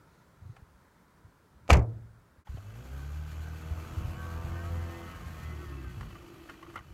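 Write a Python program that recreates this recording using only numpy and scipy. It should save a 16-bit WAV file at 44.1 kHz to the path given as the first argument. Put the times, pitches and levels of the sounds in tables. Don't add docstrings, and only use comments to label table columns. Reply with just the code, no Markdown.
import sys
import numpy as np
from scipy import signal
from scipy.fft import rfft, irfft
from scipy.io import wavfile
from scipy.ndimage import uniform_filter1d

SR = 44100
rng = np.random.default_rng(int(sys.argv[2]) if len(sys.argv) > 2 else 0)


def materialize(psi):
    bounded = np.clip(np.atleast_2d(psi).T, -1, 1)
    quanta = np.round(bounded * 32767).astype(np.int16)
    wavfile.write(sys.argv[1], SR, quanta)


def voltage_ratio(level):
    return 10 ** (np.asarray(level, float) / 20)


N = 305613
T = np.arange(N) / SR
TURN_S = 4.5


def evened(x):
    return x / np.sqrt(np.mean(x ** 2) + 1e-20)


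def read(points, hz):
    f, value = np.transpose(points)
    return np.interp(np.log(hz + 1), np.log(f + 1), value)


def add(mix, s, sound):
    part = mix[round(s * SR):][:len(sound)]
    part += sound[:len(part)]


def swell(start, rise, hold, fall):
    rising = (T - start) / rise
    falling = (start + rise + hold + fall - T) / fall
    return np.clip(np.minimum(rising, falling), 0, 1)


def drift(hz):
    steps = rng.standard_normal(400)
    return uniform_filter1d(np.interp(T * min(hz, 55), np.arange(400), steps), 400) * 1.218


def noise(spectrum, patchy_db, size=1024):
    frames = 4 * N // size + 5
    hz = np.fft.rfftfreq(size, 1 / SR)
    a, b, patches = rng.standard_normal((frames, len(hz), 3)).T
    patches = evened(uniform_filter1d(uniform_filter1d(patches, 10, 0), 12, 1))
    z = (a + 1j * b) * voltage_ratio(read(spectrum, hz)[:, None] + patchy_db * patches)
    return evened(signal.istft(z, nperseg=size, noverlap=3 * size // 4)[1][:N])


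def resonant_noise(peaks):
    bins = np.arange(300, 15600, 10.)
    lift = sum(voltage_ratio(db) / (1 + (2 * (bins - f) / width) ** 2) for f, width, db in peaks)
    return noise(np.c_[bins, 20 * np.log10(lift)], patchy_db=2.0, size=2048)


def near(modes, hz, fall_db):
    return [(f, db - fall_db * abs(np.log2(f / hz)), t60) for f, db, t60 in modes]


def ring(modes, seconds):
    t = np.arange(round(seconds * SR)) / SR
    x = sum(voltage_ratio(db - 60 * t / t60) * np.sin(2 * np.pi * hz * t) for hz, db, t60 in modes)
    return x / abs(x).max()


def quiet():
    # frequency in Hz, relative density in dB per Hz.
    hush_spectrum = [(18, -27), (30, -6), (59, 0.5), (108, -3.5), (160, 0), (263, -7.5), (389, -8.5),
                     (810, -15), (973, -9), (1170, -13.5), (1330, -10), (2770, -27.5), (3890, -28),
                     (14400, -35), (15600, -33)]
    # start, rise, hold and fall in seconds, level in dB.
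    rustles = [(.04, .08, .1, .07, -80), (.41, .05, .1, .06, -81)]
    # frequency in Hz, width in Hz, relative level in dB.
    rustle_bands = [(2600, 600, -4), (4100, 700, 0), (6400, 900, -3)]
    hush_db, hush_db_per_s = -61.5, -0.84
    hush = voltage_ratio(hush_db + hush_db_per_s * T) * noise(hush_spectrum, patchy_db=0.85, size=2048)
    rustle_level = sum(voltage_ratio(row[4]) * swell(*row[:4]) for row in rustles)
    return hush + rustle_level * resonant_noise(rustle_bands)


def low_rumbles_and_puffs():
    # frequency in Hz, relative density in dB per Hz.
    rumble_spectrum = [(20, -24.5), (45, 6), (75, 8.5), (120, 6), (190, -3.5), (350, -35), (700, -62.5)]
    # time of the top in seconds, level there in dB, rise and fall in dB per second.
    rumbles = [(0.0, -62, 98), (.47, -56.5, 70), (1.899, -45.5, 66.5), (4.06, -42, 36), (4.45, -40, 60),
               (4.72, -41.5, 108), (5.279, -43, 70), (5.5, -44.5, 30), (6.0, -44.5, 42), (6.93, -49.5, 38)]
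    # start in seconds, level in dB, pitch in Hz, length scale in cycles.
    puffs = [(0.417, -40, 93, 1.7), (0.451, -35, 95, 2.1), (0.494, -32.5, 113, 1.9),
             (0.621, -38.5, 75.4, 0.91), (0.699, -52, 75.4, 1.9), (0.74, -47, 59.2, 1.5),
             (1.244, -40.5, 98, 1.9), (1.549, -48, 64.9, 2.3), (2.378, -47, 82, 1.8),
             (2.491, -25.5, 64.4, 0.97), (2.519, -30.5, 62.6, 2), (2.544, -24.5, 98, 0.93),
             (2.573, -33.5, 96.4, 3.3), (3.709, -21.5, 74.4, 1.5), (3.771, -28, 75, 0.94),
             (3.969, -21, 81, 1.8), (4.01, -21.5, 72, 0.83), (4.046, -18.5, 70.0, 0.51),
             (4.112, -46, 74.9, 1.05), (4.52, -27.5, 82.85, 1.2), (5.969, -30.5, 105.3, 2.2),
             (6.019, -31, 123.4, 1.9), (6.858, -43, 75.4, 2.5), (6.899, -39, 63, 1.5)]
    lumpy_db = 2.0
    level = np.zeros(N)
    for s, db, db_per_s in rumbles:
        level = np.maximum(level, voltage_ratio(db - db_per_s * abs(T - s)))
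    rumble = noise(rumble_spectrum, patchy_db=0.0, size=2048)
    out = level * rumble * voltage_ratio(lumpy_db * drift(hz=35.2))
    for s, db, hz, cycles in puffs:
        u = np.arange(round(3 * cycles / hz * SR)) / SR * hz / cycles
        envelope = np.e * 1.43 * u * np.exp(-2.5 * u)
        add(out, s, voltage_ratio(db) * envelope * np.sin(2 * np.pi * cycles * u))
    return out


def cracks():
    # start in seconds, peak of the ringing part in dB,
    # centre frequency in Hz, dry grit against ring in dB.
    events = [(0.563, -47, 800, -1), (2.469, -43.5, 890, -17), (2.569, -40.5, 640, -10),
              (6.007, -40.5, 1190, 3.5), (6.025, -41.5, 1220, -3), (6.104, -45, 1100, -13),
              (6.152, -42.5, 1206, -1), (6.487, -44, 1850, -6), (6.494, -38, 1572, 2.5),
              (6.537, -51, 1071, 4), (6.625, -40.5, 1150, -3), (6.644, -47, 1080, -11),
              (6.663, -46, 1285, -11.5), (6.697, -44, 1280, -4), (6.738, -43, 1180, -2),
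              (6.756, -29.5, 1384, -4), (6.773, -35, 1295, -17), (6.787, -40.5, 1210, -2.5),
              (6.805, -52, 1494, -18)]
    # frequency in Hz, relative level in dB, 60 dB decay time in seconds.
    wheel_arch = [(1100, -10, 0.12), (1190, -11, 0.047), (1440, -34, 0.01), (1444, -1, 0.019),
                  (1940, -4.5, 0.04), (2090, 1, 0.017), (2910, -14.5, 0.018), (3030, 6, 0.015),
                  (3980, -18, .02), (6100, -20, .015)]
    # frequency in Hz, relative density in dB per Hz.
    grit_spectrum = [(300, -33), (700, -44), (1200, 10), (2000, 6.5), (3000, -1), (4000, -6.5),
                     (6500, -11.5), (9000, -16), (15600, -28)]
    fall_db, rise_s, crack_s = 9, 0.0044, .018
    out = np.zeros(N)
    t = np.arange(2048) / SR
    colour = voltage_ratio(read(grit_spectrum, np.fft.rfftfreq(2048, 1 / SR)))
    shape = np.minimum(t / rise_s, 1) * np.exp(-3 * t / crack_s)
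    for s, db, hz, dry_db in events:
        grains = rng.standard_normal(2048)
        modes = near(wheel_arch + [(hz, 2, .025)], hz, fall_db)
        spiky = grains * abs(grains) * shape
        rung = np.convolve(spiky, ring(modes, .08))
        grit = irfft(rfft(grains) * colour) * shape
        add(out, s, voltage_ratio(db) * rung / abs(rung).max())
        add(out, s, voltage_ratio(db + dry_db) * grit / abs(grit).max())
    return out


def door():
    # start in seconds, rattle level in dB, panel peak in dB, pitch in Hz.
    knocks = [(1.679, -55.5, -40, 900), (1.691, -46.5, -21.5, 587), (1.696, -35, -27.5, 700),
              (1.7003, -34, -9, 816), (1.704, -24.5, -3, 1310), (1.71, -33, -22, 700),
              (1.7284, -26, -22.5, 2400), (1.752, -42, -31.5, 2000), (1.768, -41.5, -39.5, 2200),
              (1.791, -55, -46.5, 900), (1.822, -64, -50, 500)]
    # start in seconds, level in dB, pitch of the boom in Hz.
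    pushes = [(1.691, -30.5, 160), (1.709, -13, 70), (1.7205, -4.5, 70), (1.752, -11.5, 160),
              (1.769, -13, 160), (1.776, -9.5, 113), (1.791, -15, 113), (1.823, -25, 113)]
    # frequency in Hz, relative level in dB, 60 dB decay time in seconds.
    panel_modes = [(573, -5.5, 0.15), (700, 1.5, 0.065), (786, -7.5, 0.073), (1080, 2, 0.013),
                   (1240, 5.5, 0.018), (1420, -7.5, 0.01), (1850, -19, .03), (2320, -9, .04),
                   (2320, 3, 0.014), (2460, -4.5, 0.041), (4850, -13, .015), (5840, -11, 0.011),
                   (6700, -3.5, .012)]
    # frequency in Hz, relative level in dB, 60 dB decay time in seconds.
    cabin_modes = [(70, 6.5, 0.12), (99.5, -9.5, .5), (113, -4.5, 0.64), (160, -8, 0.13), (202, -19, .25)]
    # frequency in Hz, relative density in dB per Hz.
    rattle_spectrum = [(120, -25), (170, -11.5), (250, -25.5), (360, -4), (480, -8.5), (650, -3),
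                       (780, -11.5), (1070, -9.5), (1690, -14.5), (2220, -6.5), (3620, -19.5),
                       (5000, -14.5), (6980, -13), (9000, -23.5), (15600, -35)]
    # frequency in Hz, 60 dB decay time in seconds.
    rattle_t60 = [(200, 0.53), (500, 0.37), (1000, 0.25), (2500, 0.1), (4000, 0.055), (8000, 0.038)]
    fall_db = 12
    out = np.zeros(N)
    cushion = np.hanning(180) / 90
    hz, t, _ = signal.stft(np.zeros(SR // 2), SR, nperseg=256, noverlap=192)
    decay_db = 60 * t / np.clip(read(rattle_t60, hz), .01, 1)[:, None]
    shape = voltage_ratio(read(rattle_spectrum, hz)[:, None] - decay_db)
    for s, rattle_db, panel_db, knock_hz in knocks:
        z = rng.standard_normal(shape.shape) + 1j * rng.standard_normal(shape.shape)
        rattle = signal.istft(z * shape, nperseg=256, noverlap=192)[1]
        rattle[:88] *= np.hanning(176)[:88]
        contact = rng.standard_normal(44) * np.hanning(44)
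        knock = np.convolve(ring(near(panel_modes, knock_hz, fall_db), .2), contact)
        add(out, s, voltage_ratio(rattle_db) * rattle / np.std(rattle[:300]))
        add(out, s, voltage_ratio(panel_db) * knock / abs(knock).max())
    for s, db, boom_hz in pushes:
        boom = ring(near(cabin_modes, boom_hz, fall_db), .9)
        add(out, s, voltage_ratio(db) * np.convolve(boom, cushion))
    return out


def engine_bay(firings):
    # frequency in Hz, relative density in dB per Hz.
    clatter_spectrum = [(150, 8), (250, 1.5), (400, -2.5), (700, -4), (1000, -6), (1300, 0), (1600, -18.5),
                        (2050, -10.5), (2990, -14), (3600, -32.5), (5500, -26.5), (8000, -49)]
    # frequency in Hz, relative density in dB per Hz.
    hiss_spectrum = [(1760, 1.5), (3000, -5.5), (3690, -5.5), (4380, -3.5), (5030, -8.5), (6810, -7.5),
                     (9280, -14), (10200, -14), (11700, -10.5), (14600, -12.5), (15600, -19)]
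    # frequency in Hz, width in Hz, relative level in dB.
    bay_metal = [(1210, 47, 5.5), (1840, 91, -2), (2400, 54, 1), (2638, 53, 4), (2974, 75, 2.5),
                 (3280, 230, -5), (4600, 140, -15)]
    # frequency in Hz, width in Hz, relative level in dB.
    side_panel = [(1307, 48, -6), (1519, 145, 1), (6640, 1700, -19), (11900, 2000, -24)]
    # time in seconds, effort in dB.
    effort = [(2.45, -20), (2.52, -15), (2.65, -11.5), (2.92, -7), (3.56, -3), (3.98, 0), (4.43, -0.5),
              (4.86, -0.5), (5.21, -1.5), (5.53, -3), (5.84, -6.5), (6.21, -7.5), (6.65, -11),
              (6.93, -16.5)]
    # level in dB at full effort and at TURN_S,
    # share of effort followed, change in dB per second as the car turns away.
    layer_levels = [(-49, .95, 0.65), (-59.5, 0.5, -0.07), (-62.5, 0.57, 0.4), (-62.5, 0.63, -2.3)]
    tick_db, tick_decay_s = -12, 0.016
    beat = 1 + .38 * np.cos(2 * np.pi * firings)
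    clatter = noise(clatter_spectrum, patchy_db=1.2, size=2048) * beat
    ticks = (np.diff(np.floor(firings), prepend=0) > 0) * voltage_ratio(3 * rng.standard_normal(N))
    ticks = evened(signal.lfilter([1], [1, -np.exp(-1 / (tick_decay_s * SR))], ticks))
    hiss_level = voltage_ratio(1.6 * drift(hz=50)) + voltage_ratio(tick_db) * ticks
    hiss = noise(hiss_spectrum, patchy_db=1.0) * hiss_level
    layers = clatter, hiss, resonant_noise(bay_metal) * beat, resonant_noise(side_panel) * beat
    effort_db = np.interp(T, *np.transpose(effort), -300)
    out = 0
    for (db, share, db_per_s), layer in zip(layer_levels, layers):
        out = out + voltage_ratio(db + share * effort_db + db_per_s * (T - TURN_S)) * layer
    return out


def engine():
    # time in seconds, firings per second in Hz, firing tone in dB, bark of upper orders in dB.
    running = [(2.62, 47.6, -62, -49), (2.75, 56.4, -56, -45.5), (2.869, 64.7, -47.5, -42),
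               (2.941, 67.35, -40, -44.5), (3.201, 75.86, -40.5, -52), (3.7, 79.8, -41.5, -40.5),
               (3.9, 80.92, -48.5, -40.5), (4.42, 82.77, -38.5, -38), (4.639, 85.03, -40, -38),
               (4.83, 84, -37, -37), (5.0, 84.86, -50, -35), (5.201, 81.9, -46, -49),
               (5.54, 76.96, -40.5, -48), (5.629, 74.2, -44, -51.5), (5.79, 66.97, -41, -49),
               (5.94, 57.9, -52.5, -50), (6.07, 54.5, -45.5, -44), (6.1, 51.5, -71, -59)]
    # multiple of crank speed, relative level in dB.
    exhaust = [(1, -19), (2, 0), (3, -15), (4, -10.5), (5, -24.5), (6, -24.5), (8, -18.5), (9, -36),
               (10, -29.5), (12, -21.5), (13, -46), (14, -34), (16, -23), (18, -25), (20, -37), (21, -41),
               (22, -25), (25, -33), (26, -33), (27, -49), (28, -36), (29, -40)]
    # start, rise, hold and fall in seconds, lift in dB.
    hollow = (5.366, 0.34, 0.15, 0.24, 11)
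    # start, rise, hold and fall in seconds, level in dB.
    shudder = (2.6, .12, .085, .02, -46)
    hollow_hz, hollow_width_hz = 345, 90
    tilt_start_db, dulling_db = -0.7, 0.1686
    s, hz, tone_db, bark_db = np.transpose(running)
    tone_db, bark_db = (np.interp(T, s, c, -150, -150) for c in (tone_db, bark_db))
    hz = np.interp(T, s, hz)
    slowing = np.maximum(-uniform_filter1d(np.gradient(hz) * SR, size=4000), 0)
    tilt_db = tilt_start_db - dulling_db * slowing
    firings = np.cumsum(hz * (1 + .0015 * drift(hz=25))) / SR
    hollow_db = hollow[4] * swell(*hollow[:4])
    tone = 0
    for k, db in exhaust:
        level_db = tone_db if k < 5 else bark_db + tilt_db * np.log2(k / 12)
        level_db = level_db + hollow_db / (1 + ((k * hz - 2 * hollow_hz) / hollow_width_hz) ** 2)
        level = voltage_ratio(db + level_db + 2 * drift(hz=15))
        tone = tone + level * np.cos(np.pi * k * firings + k * k / 9)
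    shudder_level = voltage_ratio(shudder[4] + 3 * drift(hz=30.1)) * swell(*shudder[:4])
    tone = tone + shudder_level * np.cos(4 * np.pi * firings)
    return np.sqrt(2) * tone + engine_bay(firings)


def gear():
    # time in seconds, tooth pattern rate in Hz.
    tooth_rate = [(3.7, 128.8), (4.12, 137.3), (4.3, 141.6), (4.4, 147.5), (4.46, 145.9), (4.55, 150.8),
                  (4.78, 167.5), (4.9, 180.4), (5.05, 188.1), (5.14, 181.6), (5.26, 177.5), (5.4, 183.4),
                  (5.5, 184.5), (5.63, 188.9), (5.68, 180.7), (5.8, 180.5), (5.9, 170), (6.0, 167.4)]
    # frequency in Hz, width in Hz, relative level in dB.
    casing = [(1110, 150, 1), (1285, 70, -4), (1555, 80, 1), (1830, 110, -3), (2040, 80, -4)]
    # start, rise, hold and fall in seconds, level in dB, dB per second from the end of the rise.
    whine_course = (3.9, .4, 1.55, .12, -56, -4.5)
    brighten_db = 4
    pitch = np.interp(T, *np.transpose(tooth_rate)) * (1 + .004 * drift(hz=50))
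    turns = 2 * np.pi * np.cumsum(pitch) / SR
    whine = 0
    for k in range(5, 13):
        lift = sum(voltage_ratio(db) / (1 + (2 * (k * pitch - f) / width) ** 2) for f, width, db in casing)
        tilt_db = brighten_db * (T - TURN_S) * np.log2(k * pitch / 1300)
        whine = whine + lift * voltage_ratio(3.5 * drift(hz=25) + tilt_db) * np.cos(k * turns + k * k)
    start, rise, hold, fall, db, db_per_s = whine_course
    level = swell(start, rise, hold, fall) * voltage_ratio(db + db_per_s * (T - start - rise))
    return np.sqrt(2) * level * whine


def drone():
    # start in seconds, hold in seconds,
    # level in dB, starting frequency in Hz.
    swells = [(5.444, 0.26, -53.5, 360.8), (6.058, 0.45, -55, 351.4), (6.595, .04, -55, 344),
              (6.833, .1, -57.5, 348)]
    rise_s, fall_s, sag_hz_per_s = 0.1, 0.12, 42.3
    a, b = evened(uniform_filter1d(uniform_filter1d(rng.standard_normal((2, N)), 350), 350))
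    out = 0
    for s, hold, db, hz in swells:
        turns = 2 * np.pi * (hz - sag_hz_per_s * (T - s) / 2) * (T - s)
        rough = (1 + .7 * a) * np.cos(turns) + .7 * b * np.sin(turns)
        out = out + voltage_ratio(db) * swell(s, rise_s, hold, fall_s) * rough
    return out


def scene():
    # time of silence in seconds, fade out in seconds, fade in in seconds.
    dip = (2.443, .035, .03)
    s, fade_out, fade_in = dip
    gap = np.clip(np.maximum((s - T) / fade_out, (T - s) / fade_in), 0, 1)
    sources = quiet() + low_rumbles_and_puffs() + cracks() + door() + engine() + gear() + drone()
    return (gap * sources)[None]


def roll_off(x):
    return signal.sosfilt(signal.butter(12, 15710, fs=SR, output="sos"), x)


def record(dry):
    rumble_filter = signal.butter(3, 33, "high", fs=SR, output="sos")
    filtered = signal.sosfilt(rumble_filter, dry)
    return roll_off(filtered)


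dry = scene()
out = record(dry)
materialize(out)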